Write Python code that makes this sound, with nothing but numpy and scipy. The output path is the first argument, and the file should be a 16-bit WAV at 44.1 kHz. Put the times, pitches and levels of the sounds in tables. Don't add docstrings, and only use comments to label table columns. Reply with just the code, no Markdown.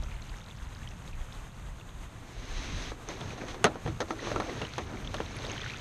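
import sys
import numpy as np
from scipy import signal
from scipy.fft import rfft, irfft, next_fast_len
from scipy.io import wavfile
from scipy.ndimage import map_coordinates

SR = 44100
rng = np.random.default_rng(int(sys.argv[2]) if len(sys.argv) > 2 else 0)


def unload_audio(sound):
    columns = np.transpose(np.atleast_2d(sound))
    steps = np.round(np.clip(columns, -1, 1) * 32767)
    wavfile.write(sys.argv[1], SR, steps.astype(np.int16))


def gain_from_decibels(decibels):
    exponent = np.asarray(decibels, float) / 20
    return 10 ** exponent


N = 255824
TIME = np.arange(N) / SR

# start in seconds, length in seconds, grit in dB, groan over grit in dB.
SLIDES = [(1.9, .01, -70, 5), (2.625, .26, -44.5, -4), (3.094, 0.011, -46.5, -1.5), (3.204, 0.12, -51, 1.5),
          (3.401, 0.034, -54.5, 9.5), (3.492, 0.023, -47, -16), (3.608, 0.16, -70, 18.5),
          (3.864, 0.023, -52.5, -1), (4.095, 0.019, -56, 7), (4.246, 0.061, -45.5, 0),
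          (4.376, .14, -50, 8.5), (4.58, 0.054, -49, 3), (4.742, 0.07, -52, -24), (4.9, 0.072, -58.5, 10),
          (5.02, 0.057, -58, 3.5), (5.156, 0.071, -54.5, 1), (5.334, 0.11, -51.5, 2),
          (5.501, 0.056, -52.5, 7.5), (5.64, .2, -55.5, -7)]
# frequency in Hz, density in dB per Hz.
GRIT_COLOUR = [(200, -42), (500, -33), (1000, -3.5), (2300, 5), (3000, 1.5), (4000, 3.5), (6000, -3.5),
               (9000, -9.5), (15000, -19)]
# frequency in Hz, density in dB per Hz.
GROAN_COLOUR = [(100, -27), (250, 5), (550, -4), (1000, -4.5), (2000, -10.5), (5000, -45)]
# start in seconds, peak in dB, crack in dB.
BLOWS = [(0.023, -40, -5), (2.917, -31, -23.5), (3.086, -31, -16), (3.208, -37.5, -5), (3.3765, -35, -16.5),
         (3.418, -33, -42), (3.482, -35, -6), (3.543, -35, -19), (3.6416, -11.5, -1.5),
         (3.6455, -15, -16.5), (3.653, -19, -7), (3.664, -24.5, -14), (3.755, -32, -23.5),
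         (3.861, -28.5, -20.5), (3.874, -26.5, -18.5), (4.0028, -21, -14.5), (4.011, -32, -12),
         (4.105, -21.5, -19), (4.27, -24.5, -21), (4.314, -22.5, -23.5), (4.359, -21, -20.5),
         (4.399, -20.5, -18.5), (4.419, -28.5, -27.5), (4.493, -33.5, -35), (4.615, -24.5, -16),
         (4.629, -33.5, -18), (4.78, -23.5, -14), (5.1413, -24.5, -10), (5.2016, -23.5, -23),
         (5.497, -38, -5)]
# pitch in Hz, width in Hz, level in dB.
HULL_MODES = [(230, 117, -3.5), (321, 22.7, 8), (452, 108, 2), (605, 73, 4.5), (733, 91, 0.5),
              (1126, 310, -2.5), (1347, 89, 2.5), (1800, 330, -7.5), (2320, 590, -8.5), (4070, 1350, -12.5)]
# start in seconds, peak in dB, pitch in Hz.
CLEAR_DRIPS = [(0.0616, -41, 2130), (0.1166, -37.5, 2200), (0.1414, -41, 2190), (0.223, -35.5, 3880),
               (0.289, -44, 2760), (0.415, -39, 3500), (0.7696, -39, 3680), (0.817, -40, 1710),
               (0.8748, -31.5, 3000), (0.9154, -41, 2550), (1.077, -38, 3540), (1.7987, -38.5, 3400),
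               (1.8118, -39, 2620), (3.306, -31, 2250), (4.1926, -31.5, 1830), (4.4963, -31, 1990),
               (4.62, -28, 2700), (4.65, -28, 2750), (4.9716, -33, 2050), (5.0474, -33.5, 2920),
               (5.0744, -26.5, 3200), (5.1678, -28, 3430), (5.2615, -31, 3700), (5.3672, -29.5, 2200),
               (5.45, -28, 3330), (5.4979, -28, 2620), (5.5796, -28, 3050), (5.6168, -26.5, 3350),
               (5.6605, -29.5, 1450), (5.699, -28.5, 2150)]
# start in seconds, peak in dB, pitch in Hz.
FINE_DROPS = [(0.2952, -41, 4300), (0.4623, -45, 3450), (0.5112, -40.5, 3500), (0.75, -39.5, 4400),
              (1.1313, -43, 2500), (1.3239, -40, 3140), (0.889, -38, 4300), (0.036, -40, 4570),
              (1.8926, -43, 3280), (3.0878, -28.5, 5930), (3.4148, -33, 1800), (5.1835, -36, 1540),
              (5.2075, -38, 2600), (0.486, -44, 3700), (1.33, -42.5, 4800), (3.214, -32, 3300),
              (3.486, -36, 3200), (4.2028, -37.5, 3430), (4.6693, -36.5, 3800), (4.7364, -31.5, 3670),
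              (4.7582, -36, 2270), (5.3877, -33, 3730), (5.4216, -33, 3440), (5.467, -29.5, 3600),
              (5.5164, -32, 6400), (5.636, -44, 3200), (5.672, -42, 3500), (5.737, -34, 2360),
              (5.7643, -36, 3380), (5.7723, -36, 6500)]
# start in seconds, peak in dB, pitch in Hz, life in cycles.
CASE_PINGS = [
    (5.366, -25, 10600, 22),
    (5.465, -32, 8000, 18),
    (1.155, -36, 11500, 20),
]
# time in seconds, bubble peak in dB.
TRICKLE_FLOW = [(0, -44), (.55, -46), (1.4, -48.5), (2.2, -53.5), (3, -59), (3.3, -44.5), (3.7, -49),
                (4.4, -44.5), (4.65, -40), (4.9, -46), (5.3, -43), (5.5, -38), (5.68, -34.5), (5.8, -41)]
# start in seconds, length in seconds, level in dB.
HULL_HEAVES = [
    (.55, .5, -58.5),
    (2.68, 0.057, -43),
    (3.2, 0.11, -46),
    (3.64, 0.071, -45.5),
    (3.86, 0.051, -36.5),
    (4.28, 0.12, -43),
    (4.55, 0.08, -44.5),
    (4.8, 0.76, -48),
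    (5.62, .1, -57),
]
# frequency in Hz, density in dB per Hz.
BOOM_COLOUR = [(40, -18), (70, -0.5), (116, 2.5), (160, -5), (240, -12), (400, -34.5), (900, -86)]
# start in seconds, length in seconds, level in dB.
WIND_PUFFS = [(0, 0.048, -34), (.08, 0.13, -44), (.29, 0.08, -42.5), (.6, 0.089, -46.5),
              (.83, 0.063, -43.5), (1.09, 0.13, -41), (1.38, 0.048, -43), (1.58, .18, -47),
              (1.89, 0.17, -47), (2.38, 0.02, -39.5), (2.53, 0.39, -41.5), (3.45, 0.13, -51),
              (4.33, .08, -55), (5, .5, -51), (5.76, .04, -54)]
# frequency in Hz, density in dB per Hz.
BUFFET_COLOUR = [(15, -11), (25, 4.5), (45, 2.5), (70, -4), (110, -18.5), (300, -35), (600, -94)]
# centre in seconds, peak in dB, width in seconds.
PRESSURE_DIPS = [
    (2.745, -26.5, 0.0081),
    (3.884, -43, 0.003),
]
# frequency in Hz, density in dB per Hz.
RIVER_COLOUR = [(150, -4), (250, -4), (400, -7), (1100, -6), (2200, -13.5), (3700, -16.5), (4400, -22.5),
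                (5600, -25.5), (6450, -15.5), (7100, -20.5), (8800, -23.5), (10300, -32), (11200, -30),
                (13000, -30.5), (14400, -49)]
# frequency in Hz, gain in dB.
CASE_TONE = [(20, 2.5), (4000, -1), (4900, -5.5), (5800, 0.5), (6400, 6.5), (7000, -7.5), (8300, -9.5),
             (10300, -16), (11000, -5.5), (12000, -37), (16000, -50)]


def drag():
    timing = dict(rise_s=0.016, rise_share=1.84, fall_s=0.075)
    slide = swells([row[:3] for row in SLIDES], rest_db=-63, **timing)
    groan_rows = [(s, length, db + more_db) for s, length, db, more_db in SLIDES]
    load = swells(groan_rows, rest_db=-54, **timing)
    moving = np.clip((TIME - 1.9) / 0.39, 0, 1)
    grit = slide * rush(GRIT_COLOUR, lumps_db=0.8, rate=70, spiky=2.5)
    groan = gain_from_decibels(-2) * load * rush(GROAN_COLOUR, lumps_db=1.5, rate=35, spiky=3.0)
    return moving * (grit + groan) + pebble_slips(load)


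def pebble_slips(load):
    chance = rng.random((1000, 4))
    s = 2.9 + 2.85 * chance[:, 0]
    db = 20 * np.log10(load[(s * SR).astype(int)]) + 2 - 3 * np.log(chance[:, 1] + 0.03)
    pitch = 350 * 8 ** chance[:, 2]
    cycles = 2.5 + 5 * chance[:, 3]
    return bubbles(s, db - 4 * np.log2(pitch / 500), pitch, cycles, 0 * s)


def knocks():
    out = np.zeros(N + SR)
    t = np.arange(SR // 6) / SR
    for s, db, crack_db in BLOWS:
        body = hull_ring(t, crack_db)
        contact_s = 0.001 * gain_from_decibels(-0.35 * (crack_db + 10.5))
        contact_db = np.minimum(2 + 0.35 * (crack_db + 6), 4)
        contact = -gain_from_decibels(contact_db) * np.sin(2 * np.pi * np.minimum(t / contact_s, 1))
        crack = rng.standard_normal(len(t)) * (gain_from_decibels(-60 * t / 0.0048) + 0.02 * gain_from_decibels(-60 * t / 0.013))
        crack[:4] = [-2, -3, 1, 3]
        blow = body / np.abs(body).max() + contact + gain_from_decibels(crack_db + 3.5) * crack
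        out[round(s * SR) + 50:][:len(t)] += gain_from_decibels(db) * blow
    return out[:N]


def hull_ring(t, crack_db):
    ring_s = 0.091
    ragged = rng.standard_normal(len(t)) * gain_from_decibels(3.5 * np.repeat(rng.standard_normal(len(t) // 50), 50))
    push_level = 1.82 * gain_from_decibels(-2.3 * (crack_db + 20))
    push = -push_level * np.sin(np.pi * np.minimum(t / 0.00039, 1))
    body = np.zeros(len(t))
    for k, (centre, width, db) in enumerate(HULL_MODES):
        decay = gain_from_decibels(-60 * t / ring_s * (centre / 700) ** 0.23)
        rattle = 1.01 * ragged * np.minimum(t / 0.002, 1) * decay
        gain = (-1) ** k * gain_from_decibels(db + rng.normal(0, 2.13))

        def mode(hz):
            return gain * 1j * hz * width / (centre ** 2 - hz ** 2 + 1j * hz * width)

        body += filtered(push + rattle, mode)
    return body


def water():
    return drips() + spray() + shaken_off() + trickle()


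def drips():
    s, db, hz = np.transpose(CLEAR_DRIPS)
    chance = rng.random((len(s), 2))
    ring = bubbles(s, db + 0.5, hz, 13.7 * (0.7 + 0.6 * chance[:, 0]), 0.3 * chance[:, 1])
    slap = bubbles(s - 0.001, db - 1, 1.45 * hz, 2 + 0 * s, 0 * s)
    return ring + slap


def spray():
    s, db, hz = np.transpose(FINE_DROPS)
    chance = rng.random((len(s), 2))
    drops = bubbles(s, db + 7, hz, 3 + 8 * chance[:, 0], 0.69 * chance[:, 1])
    return drops + bubbles(*np.transpose(CASE_PINGS), np.zeros(len(CASE_PINGS)))


def shaken_off():
    s, db, crack_db = np.transpose(BLOWS)
    chance = rng.random((len(s), 4))
    drip_hz = 1600 * (0.81 + 0.5 * chance[:, 0])
    drip = bubbles(s + 0.00292, db - 5, drip_hz, 5 + 0 * s, 0.42 * chance[:, 1])
    drop_hz = 3500 * (0.79 + 0.13 * chance[:, 2])
    drop_db = db + crack_db / 2 + 3
    return drip + bubbles(s + 0.00198, drop_db, drop_hz, 3 + 6 * chance[:, 3], 0.3 * chance[:, 1])


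def trickle():
    flow_db = np.interp(TIME, *np.transpose(TRICKLE_FLOW))
    rate = 300 * gain_from_decibels(0.9 * (flow_db + 45))
    start = np.nonzero(np.diff(np.floor(np.cumsum(rate / SR))))[0]
    chance = rng.random((len(start), 5))
    scatter = (chance[:, 0] - 0.5) * 6 * SR / rate[start]
    start = np.clip(start + scatter, 0, N - 1).astype(int)
    tick = chance[:, 4] < 0.55
    pitch = 1200 * 3.7 ** chance[:, 1] * np.where(tick, 1.5, 1)
    db = flow_db[start] - 2.6 * np.log(chance[:, 2] + 0.03) + 2 * tick
    cycles = np.where(tick, 2 + 2 * chance[:, 3], 3 + 9 * chance[:, 3] ** 2)
    return bubbles(start / SR, db, pitch, cycles, 0.9 * chance[:, 4] ** 3)


def boom():
    gain = swells(HULL_HEAVES, rest_db=-49.5, rise_s=0.01, rise_share=0.12, fall_s=0.1)
    return gain * rush(BOOM_COLOUR, lumps_db=1.0, rate=30)


def wind():
    gain = swells(WIND_PUFFS, rest_db=-50.5, rise_s=0.022, rise_share=0.12, fall_s=0.077)
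    out = gain * rush(BUFFET_COLOUR, lumps_db=1.5, rate=6.4)
    for s, db, width in PRESSURE_DIPS:
        x = ((TIME - s) / width) ** 2
        out -= gain_from_decibels(db) * (1 - 2 * x) * np.exp(-x)
    return out


def river():
    return gain_from_decibels(-52 + 0.38 * wobble(4.0)) * rush(RIVER_COLOUR, lumps_db=1.45, rate=25)


def housing(x):
    gain = gain_from_decibels(along(CASE_TONE, np.fft.rfftfreq(4096, 1 / SR)))
    cepstrum = irfft(np.log(gain))
    cepstrum[1:2048] *= 2
    cepstrum[2049:] = 0
    return signal.fftconvolve(x, irfft(np.exp(rfft(cepstrum))))[:N]


def bubbles(s, db, hz, cycles, rise):
    t = np.arange(SR // 40) / SR
    age = t * (hz / np.clip(cycles, 1, 40))[:, None]
    turns = hz[:, None] * t * (1 + rise[:, None] * np.minimum(age, 1) / 2)
    envelope = np.exp(-2.5 * age) * (1 - np.exp(-12 * age))
    wave = gain_from_decibels(db)[:, None] * np.sin(2 * np.pi * turns) * envelope
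    index = np.round(s * SR).astype(int)[:, None] + np.arange(len(t))
    return np.bincount(index.ravel(), wave.ravel(), N + SR)[:N]


def swells(rows, rest_db, rise_s, rise_share, fall_s):
    gain = np.full(N, gain_from_decibels(rest_db))
    for s, length, db in rows:
        rising = (TIME - s) / (rise_s + rise_share * length) + 1
        falling = (s + length - TIME) / fall_s + 1
        gain += gain_from_decibels(db) * np.clip(np.minimum(rising, falling), 0, 1) ** 2
    return gain


def rush(spectrum, lumps_db, rate, spiky=0.0):
    grains = np.minimum(rng.exponential(size=N), 6)
    hail = rng.standard_normal(N) * gain_from_decibels(spiky * grains + lumps_db * wobble(rate))
    noise = filtered(hail, lambda hz: gain_from_decibels(along(spectrum, hz)))
    return noise / np.sqrt(np.mean(noise ** 2) + 1e-20)


def wobble(rate):
    return map_coordinates(rng.standard_normal(int(N * rate / SR) + 4), [np.arange(N) * rate / SR])


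def along(points, hz):
    f, value = np.transpose(points)
    return np.interp(np.log(hz + 1), np.log(f + 1), value)


def filtered(x, response):
    m = next_fast_len(len(x) + 8192)
    return irfft(rfft(x, m) * response(np.fft.rfftfreq(m, 1 / SR)), m)[:len(x)]


def scene():
    near = housing(drag() + knocks() + water())
    return (near + boom() + wind() + river())[None]


def top_cut(x):
    return signal.sosfilt(signal.butter(12, 14300, fs=SR, output="sos"), x)


def record(dry):
    return top_cut(dry)


dry = scene()
out = record(dry)
unload_audio(out)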